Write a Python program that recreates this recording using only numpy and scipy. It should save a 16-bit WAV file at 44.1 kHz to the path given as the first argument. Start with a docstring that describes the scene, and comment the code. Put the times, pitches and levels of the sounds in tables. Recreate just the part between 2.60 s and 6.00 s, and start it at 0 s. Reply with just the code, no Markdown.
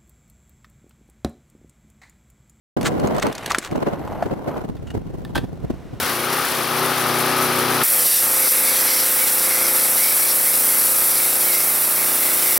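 """A concrete skatepark, outdoors, with a stereo microphone standing in the wind.
A kick scooter rolls close past it, loose fittings rattling, hard wheels clacking across the joints.
It runs on up a ramp, clicks off the coping and lands on top with a metallic clatter.
Wind buffets the two microphone ports throughout, over a faint outdoor hiss."""
import sys
import numpy as np
from scipy import signal
from scipy.io import wavfile
from scipy.ndimage import uniform_filter1d

SR = 44100
rng = np.random.default_rng(int(sys.argv[2]) if len(sys.argv) > 2 else 0)


def unload_audio(sound):
    """Save the sound as a 16-bit wav file, at the path given as the first command line argument."""
    columns = np.transpose(np.atleast_2d(sound))
    # keep every value between -1 and 1, then stretch to whole-number steps
    steps = np.round(np.clip(columns, -1, 1) * 32767)
    wavfile.write(sys.argv[1], SR, steps.astype(np.int16))


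N = 149940
T = np.arange(N) / SR

# the wheels as heard at the microphone: (time [s], level [dB])
ROLL_LEVEL = [(.17, -38), (.68, -33.5), (.76, -37.5), (.92, -30.5), (1.01, -42.5), (1.12, -41), (1.57, -32),
              (1.82, -43.5), (1.9, -30.5), (1.98, -32.5), (2.12, -59.5), (2.9, -58)]
# their roar away from the close pass: (frequency [Hz], relative density [dB])
ROLL_COLOUR = [(60, 5.5), (200, 4.5), (760, 6.5), (2100, -15), (5000, -38.5), (12500, -41.5), (16000, -68)]
# wheel bearing resonances: (frequency [Hz], width [Hz], gain [dB])
BEARING_MODES = [(11560, 780, 9), (13300, 640, 4)]
# stereo image of sounds from the park: (frequency [Hz], left-right correlation [-1..1])
PARK_LIKENESS = [(100, 0.95), (1000, 0.97), (4000, 0.82), (12000, 0.89)]
PASS_S, PASS_WIDTH_S, PASS_TREBLE_DB, TREBLE_FROM_HZ = 0.85, 0.4, 22.5, 860
WHEEL_RING_HZ, WHEEL_RING_WIDTH_HZ = 725, 330

def rolling():
    """Hard wheels on gritty concrete, brightest close to the microphone; bumps set the wheels ringing hollowly."""
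    level_db, = in_time(ROLL_LEVEL)
    nearness = np.exp(-((T - PASS_S) / PASS_WIDTH_S) ** 2)

    def treble_db(hz):
        return PASS_TREBLE_DB * nearness * np.clip(np.log2(hz / TREBLE_FROM_HZ) / 2, 0, 1)
    roar = coloured_noise(ROLL_COLOUR, PARK_LIKENESS, treble_db)
    whirr = from_db(-28) * body(contact_noise(), BEARING_MODES)
    bumps = resonate(random_clicks(per_s=130), WHEEL_RING_HZ, WHEEL_RING_WIDTH_HZ)
    wheel_ring = from_db(-9) * rms_one(resonate(bumps, WHEEL_RING_HZ, WHEEL_RING_WIDTH_HZ))
    grit_db = 2.5 * flutter(rate_hz=64.7)
    return from_db(level_db + grit_db) * (roar + whirr + wheel_ring)


# loose metal parts clicking at close range: (time [s], level [dB])
RATTLES = [(.212, -24.5), (0.23, -26), (0.399, -32.5), (.473, -29), (.548, -31.5), (0.565, -30),
           (.583, -30), (0.598, -24.5), (.668, -23), (0.7272, -26.5), (.752, -22.5), (.781, -27.5),
           (.861, -17.5), (.918, -15.5), (0.947, -19.5), (0.985, -11), (1.048, -24.5), (1.113, -35),
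           (1.159, -35.5)]
# resonances of those parts: (frequency [Hz], width [Hz], gain [dB])
FITTING_MODES = [(1820, 1570, 5.5), (3900, 400, 3), (4170, 630, 2), (6600, 770, 3), (7820, 520, 3.5),
                 (9700, 1500, -11.5), (10200, 200, 2), (13500, 4900, -12)]
RATTLE_DECAY_S, RATTLE_TAIL_DB, RATTLE_TAIL_S = .0026, -18, 0.01

def rattles():
    """Loose fittings click briefly, each time with a slightly different colour."""
    clicks = decays([(s, db, RATTLE_DECAY_S) for s, db in RATTLES])
    tails = decays([(s, db + RATTLE_TAIL_DB, RATTLE_TAIL_S) for s, db in RATTLES])
    roll_db, = in_time(ROLL_LEVEL)
    chatter = contact_noise() * (np.hypot(clicks, tails) + ticks(roll_db))
    return body(chatter, FITTING_MODES, vary_db=1.8)


def ticks(roll_db, relative_db=-27, decay_s=0.00067):
    """Envelope of grit setting the fittings ticking at random, stronger as the wheels run louder."""
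    jolts = random_clicks(per_s=54) + 1e-18
    envelope = signal.lfilter([1], [1, -np.exp(-1 / (decay_s * SR))], jolts)
    return rms_one(envelope) * from_db(roll_db + relative_db)


# wheels knocking over joints, then a low thump as the nose lands:
# (time [s], pulse peak [dB], pitch [Hz], width [Hz])
WHEEL_KNOCKS = [(0.9112, -8.5, 1130, 320), (.9475, -3.5, 1390, 910), (0.9825, -14, 260, 260),
                (1.273, -14, 540, 305), (1.477, -20.5, 840, 450), (1.6245, -9.5, 674, 187),
                (1.6275, -19.5, 1500, 654), (3.104, -14.5, 273, 164)]
SHUDDER_DB, SHUDDER_DECAY_S = -19.5, 0.014

def knocks():
    """Each blow to a wheel gives one damped knock and a short shudder."""
    out = 0
    for s, db, hz, width in WHEEL_KNOCKS:
        impulse = 1. * (np.arange(N) == int(s * SR))
        pulse = resonate(resonate(impulse, hz, width), hz, width)
        shudder = rms_one(resonate(contact_noise(), hz, hz * 0.32))
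        shudder *= decays([(s, SHUDDER_DB, SHUDDER_DECAY_S)])
        out = out + from_db(db) * (pulse / abs(pulse).max() + shudder)
    return out


# past the microphone, wheels meet the ramp, clip the coping and land: (time [s], level [dB], decay [s])
RAMP_STRIKES = [(2.167, -42.5, 0.0075), (2.65, -28, 0.0013), (2.75, -27, 0.0044), (2.755, -18.5, 0.013),
                (2.778, -20, 0.0055)]
# resonances of the scooter's frame: (frequency [Hz], width [Hz], gain [dB])
FRAME_MODES = [(770, 33, 9.5), (1006, 220, 5.5), (1530, 110, 1.5), (1768, 69, 8), (2640, 170, -1),
               (3320, 370, 1), (4440, 1700, -7.5), (9300, 9300, -16)]
FRAME_RING_DB, FRAME_RING_S = -21.5, 0.051
TUBE_HZ, TUBE_DB, TUBE_DECAY_S = 1564, -1.5, 0.018

def landing():
    """Strikes on the ramp clatter the frame; the hardest rings the handlebar tube on one clear note."""
    tails = decays([(s, db + FRAME_RING_DB, FRAME_RING_S) for s, db, _ in RAMP_STRIKES])
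    clatter = body(contact_noise() * np.hypot(decays(RAMP_STRIKES), tails), FRAME_MODES)
    hardest_s, hardest_db, _ = max(RAMP_STRIKES, key=lambda strike: strike[1])
    tube = decays([(hardest_s, hardest_db + TUBE_DB, TUBE_DECAY_S)]) * np.sin(2 * np.pi * TUBE_HZ * T)
    return clatter + tube


# wheels scuffing near the microphone: (time [s], level [dB], half length [s])
SCUFFS = [(.266, -19, 0.012), (.629, -19, 0.0047), (.905, -20.5, 0.0042), (1.049, -33, 0.022)]
# rasp of wheel on concrete: (frequency [Hz], relative density [dB])
SCUFF_COLOUR = [(200, -10), (700, 1.5), (1150, 1), (1450, 20.5), (2000, 1), (3200, 3.5), (5000, -6),
                (7500, -1), (11000, -18), (16000, -14)]
# the scooter clinking in the turn: (time [s], level [dB], decay [s])
CLINKS = [(2.271, -45.5, 0.019), (2.304, -40, 0.0093)]

def scuffs():
    """Wheels slip sideways: grainy rasps nearby, short clinks over on the ramp."""
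    grain = coloured_noise(SCUFF_COLOUR, PARK_LIKENESS)
    roughness = rms_one(from_db(3.1 * drift(rate_hz=260)))
    ring = rms_one(resonate(contact_noise(), hz=2864, width_hz=56))
    return swells(SCUFFS) * roughness * grain + decays(CLINKS) * (ring + grain)


# reflections off the ramps: (delay [s], gain [dB])
RAMP_ECHOES = [(.006, -16), (0.058, -30)]

def echoes(x):
    """The concrete throws the sound back to the microphone, with the sides swapped."""
    return sum(from_db(db) * np.pad(x[::-1], ((0, 0), (int(delay * SR), 0)))[:, :N]
               for delay, db in RAMP_ECHOES)


# flow over the microphone between buffets: (time [s], level [dB], brightness [dB])
WIND_FLOW = [(.17, -23, 1), (.45, -20, 2), (.59, -21, 4), (.62, -38, -4), (.65, -15.5, 6),
             (.70, -22.5, 5.5), (.73, -42, 1.5), (1.06, -53, -8), (1.13, -27, 0.5), (1.3, -32.5, 3),
             (1.41, -31, -1.5), (1.97, -31, 2), (2.13, -32.5, -4.5), (2.82, -30.5, -4), (3.17, -37, -6.5),
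             (3.4, -38.5, -6.5)]
# buffets right on the ports: (time [s], level [dB])
BUFFETS = [(.171, -15.5), (0.446, -15), (1.126, -19), (1.159, -18), (1.182, -19), (1.229, -16),
           (1.273, -15.5), (1.284, -17.5), (1.336, -19.5), (1.663, -19), (1.717, -19.5), (1.732, -19),
           (1.883, -18), (1.977, -22), (2.048, -25.5), (2.098, -23), (2.351, -19.5), (2.376, -18.5),
           (2.766, -18), (2.787, -17.5), (2.841, -20.5), (3.047, -19), (3.107, -18), (3.139, -26),
           (3.337, -26.5)]
# rumble of the turbulence: (frequency [Hz], relative density [dB])
WIND_COLOUR = [(25, -16), (60, -5.5), (130, 3), (280, 2), (650, -7), (1500, -28), (2800, -35.5),
               (4800, -41.5), (6500, -42), (9500, -45), (16000, -45)]
# how alike the two ports hear it: (frequency [Hz], left-right correlation [-1..1])
WIND_LIKENESS = [(40, 0.72), (120, -0.27), (350, -0.14)]
# where brightness acts: (frequency [Hz], multiple of the brightness [ratio])
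WIND_TILT = [(50, -2.4), (200, 0), (1100, 2.2), (6000, .7)]
WIND_FLUTTER_DB, WIND_PIVOT_HZ, BUFFET_HALF_S = 2.5, 260, 0.0063
BUFFET_BRIGHTENS, BUFFET_BASS = 0.18, 0.125   # dB per dB above the flow

def wind():
    """Turbulence on the microphone ports; a buffet is louder and brighter than the flow around it."""
    level_db, brightness_db = in_time(WIND_FLOW)
    flow = from_db(level_db)
    unsteadiness = np.clip((-17 - level_db) / 10, .5, 1)   # a strong flow flutters less
    flutter_db = WIND_FLUTTER_DB * unsteadiness * flutter(rate_hz=25.2)
    buffets = swells([(s, db, BUFFET_HALF_S) for s, db in BUFFETS])
    envelope = np.hypot(flow * from_db(flutter_db), buffets)
    excess_db = 20 * np.log10(envelope / flow)
    tilt_db = brightness_db + BUFFET_BRIGHTENS * excess_db
    crackle_db = 4.4 * drift(rate_hz=117)

    def change_db(hz):
        octaves = np.log2(hz / WIND_PIVOT_HZ)
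        treble_db = crackle_db * np.clip(octaves / 2, 0, 1)
        bass_db = BUFFET_BASS * excess_db * np.clip(-octaves, 0, 1)
        return tilt_db * at_hz(WIND_TILT, hz) + treble_db + bass_db
    return envelope * evened(coloured_noise(WIND_COLOUR, WIND_LIKENESS, change_db))


# background of the open park: (time [s], level [dB])
HISS_LEVEL = [(2.2, -48.5), (2.92, -48.5), (3.15, -43)]
# its spectrum: (frequency [Hz], relative density [dB])
HISS_COLOUR = [(300, 15), (900, 5), (3500, -8.5), (16000, -25)]

def outdoor_hiss():
    """A faint hiss behind everything, rising a little near the end."""
    level_db, = in_time(HISS_LEVEL)
    return from_db(level_db) * coloured_noise(HISS_COLOUR, PARK_LIKENESS)


def contact_noise(side_db=-15):
    """Fine chatter of two hard surfaces, nearly the same on both sides."""
    mid, side = rng.standard_normal((2, N))
    return mid + from_db(side_db) * side * [[1], [-1]]


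def random_clicks(per_s):
    """Clicks of uneven size at random moments."""
    return (rng.random(N) < per_s / SR) * from_db(4.5 * np.minimum(rng.exponential(1, N), 2))


def coloured_noise(colour, likeness, change_db=lambda hz: 0):
    """Half-octave bands of stereo noise whose colour may move while the total power holds."""
    edges = 23.5 * 2 ** (np.arange(20) / 2)
    white = rng.standard_normal((2, 2, N))
    out, power = 0, 0
    for k, (low, high) in enumerate(zip(edges, edges[1:])):
        bandpass = signal.butter(2, [low, high], "band", fs=SR, output="sos")
        mid, side = signal.sosfilt(bandpass, white[k % 2])
        hz = np.sqrt(low * high)
        alike = np.clip(at_hz(likeness, hz), -1, 1)
        gain = from_db(at_hz(colour, hz) + change_db(hz))
        out = out + gain * (np.sqrt(1 + alike) * mid + np.sqrt(1 - alike) * side * [[1], [-1]])
        power = power + gain ** 2 * (high - low) / (SR / 2) * 2
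    return out / np.sqrt(power)


def resonate(x, hz, width_hz):
    """One resonance with gain 1 at its peak."""
    r = np.exp(-np.pi * width_hz / SR)
    feedback = [1, -2 * r * np.cos(2 * np.pi * hz / SR), r * r]
    return signal.lfilter(np.array([1, 0, -1]) * (1 - r * r) / 2, feedback, x + 1e-18)


def body(x, modes, vary_db=0):
    """Parallel resonances that keep the power of white noise; each gain wavers by vary_db."""
    power = sum(np.pi * width / SR * from_db(db) ** 2 for _, width, db in modes)
    ringing = sum((-1) ** k * from_db(db + vary_db * flutter(rate_hz=15.9)) * resonate(x, hz, width)
                  for k, (hz, width, db) in enumerate(modes))
    return ringing / np.sqrt(power)


def swells(rows):
    """Bell-shaped envelopes, added in power."""
    return np.sqrt(sum(from_db(db) ** 2 * np.exp(-np.minimum(((T - s) / half) ** 2, 100))
                       for s, db, half in rows))


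def decays(rows, attack_s=.0015):
    """Sudden onsets that die away, added in power."""
    power = 0
    for s, db, decay_s in rows:
        onset = np.clip(1 + (T - s) / attack_s, 0, 1) * from_db(db)
        power = power + onset ** 2 * np.exp(-np.clip(2 * (T - s) / decay_s, 0, 100))
    return np.sqrt(power)


def drift(rate_hz):
    """Smooth random wander with rms 1."""
    r = np.exp(-2 * np.pi * rate_hz / SR)
    return rms_one(signal.lfilter([1], [1, -2 * r, r * r], rng.standard_normal(N + SR))[SR:])


def flutter(rate_hz):
    """Quick random wavering with rounded peaks and no slow swell; rms 1."""
    wavering = rms_one(resonate(drift(rate_hz), rate_hz, rate_hz))
    return rms_one(np.tanh(wavering / 2))


def evened(x, samples=700):
    """Take the slow swings out of a noise."""
    return x / np.sqrt(np.maximum(uniform_filter1d(np.mean(x ** 2, axis=0), samples), 1e-12))


def in_time(rows):
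    """Each column of a curve at every sample."""
    s, *columns = np.transpose(rows)
    return [np.interp(T, s, column) for column in columns]


def at_hz(points, hz):
    """Read a spectrum on a log-frequency axis."""
    frequencies, values = np.transpose(points)
    return np.interp(np.log(hz), np.log(frequencies), values)


def from_db(db):
    """Decibels to gain."""
    return 10 ** (np.asarray(db) / 20)


def rms_one(x):
    """Scale to rms 1."""
    return x / np.sqrt(np.mean(x ** 2) + 1e-20)


def scene():
    """The scooter and its echoes, wind on the microphone, and the park's hiss behind."""
    hits = scuffs() + rattles() + knocks() + landing()
    hiss = outdoor_hiss()
    return hits + echoes(hits) + rolling() + wind() + hiss


START_S, FADE_IN_S, CUTOFF_HZ = .165, .002, 15850

def record(dry):
    """The microphone's sound starts abruptly; a steep low-pass cuts the highest treble."""
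    fade_in = np.clip((T - START_S) / FADE_IN_S, 0, 1)
    lowpass = signal.ellip(10, .2, 80, CUTOFF_HZ, fs=SR, output="sos")
    return signal.sosfilt(lowpass, dry * fade_in)


dry = scene()
out = record(dry)
unload_audio(out)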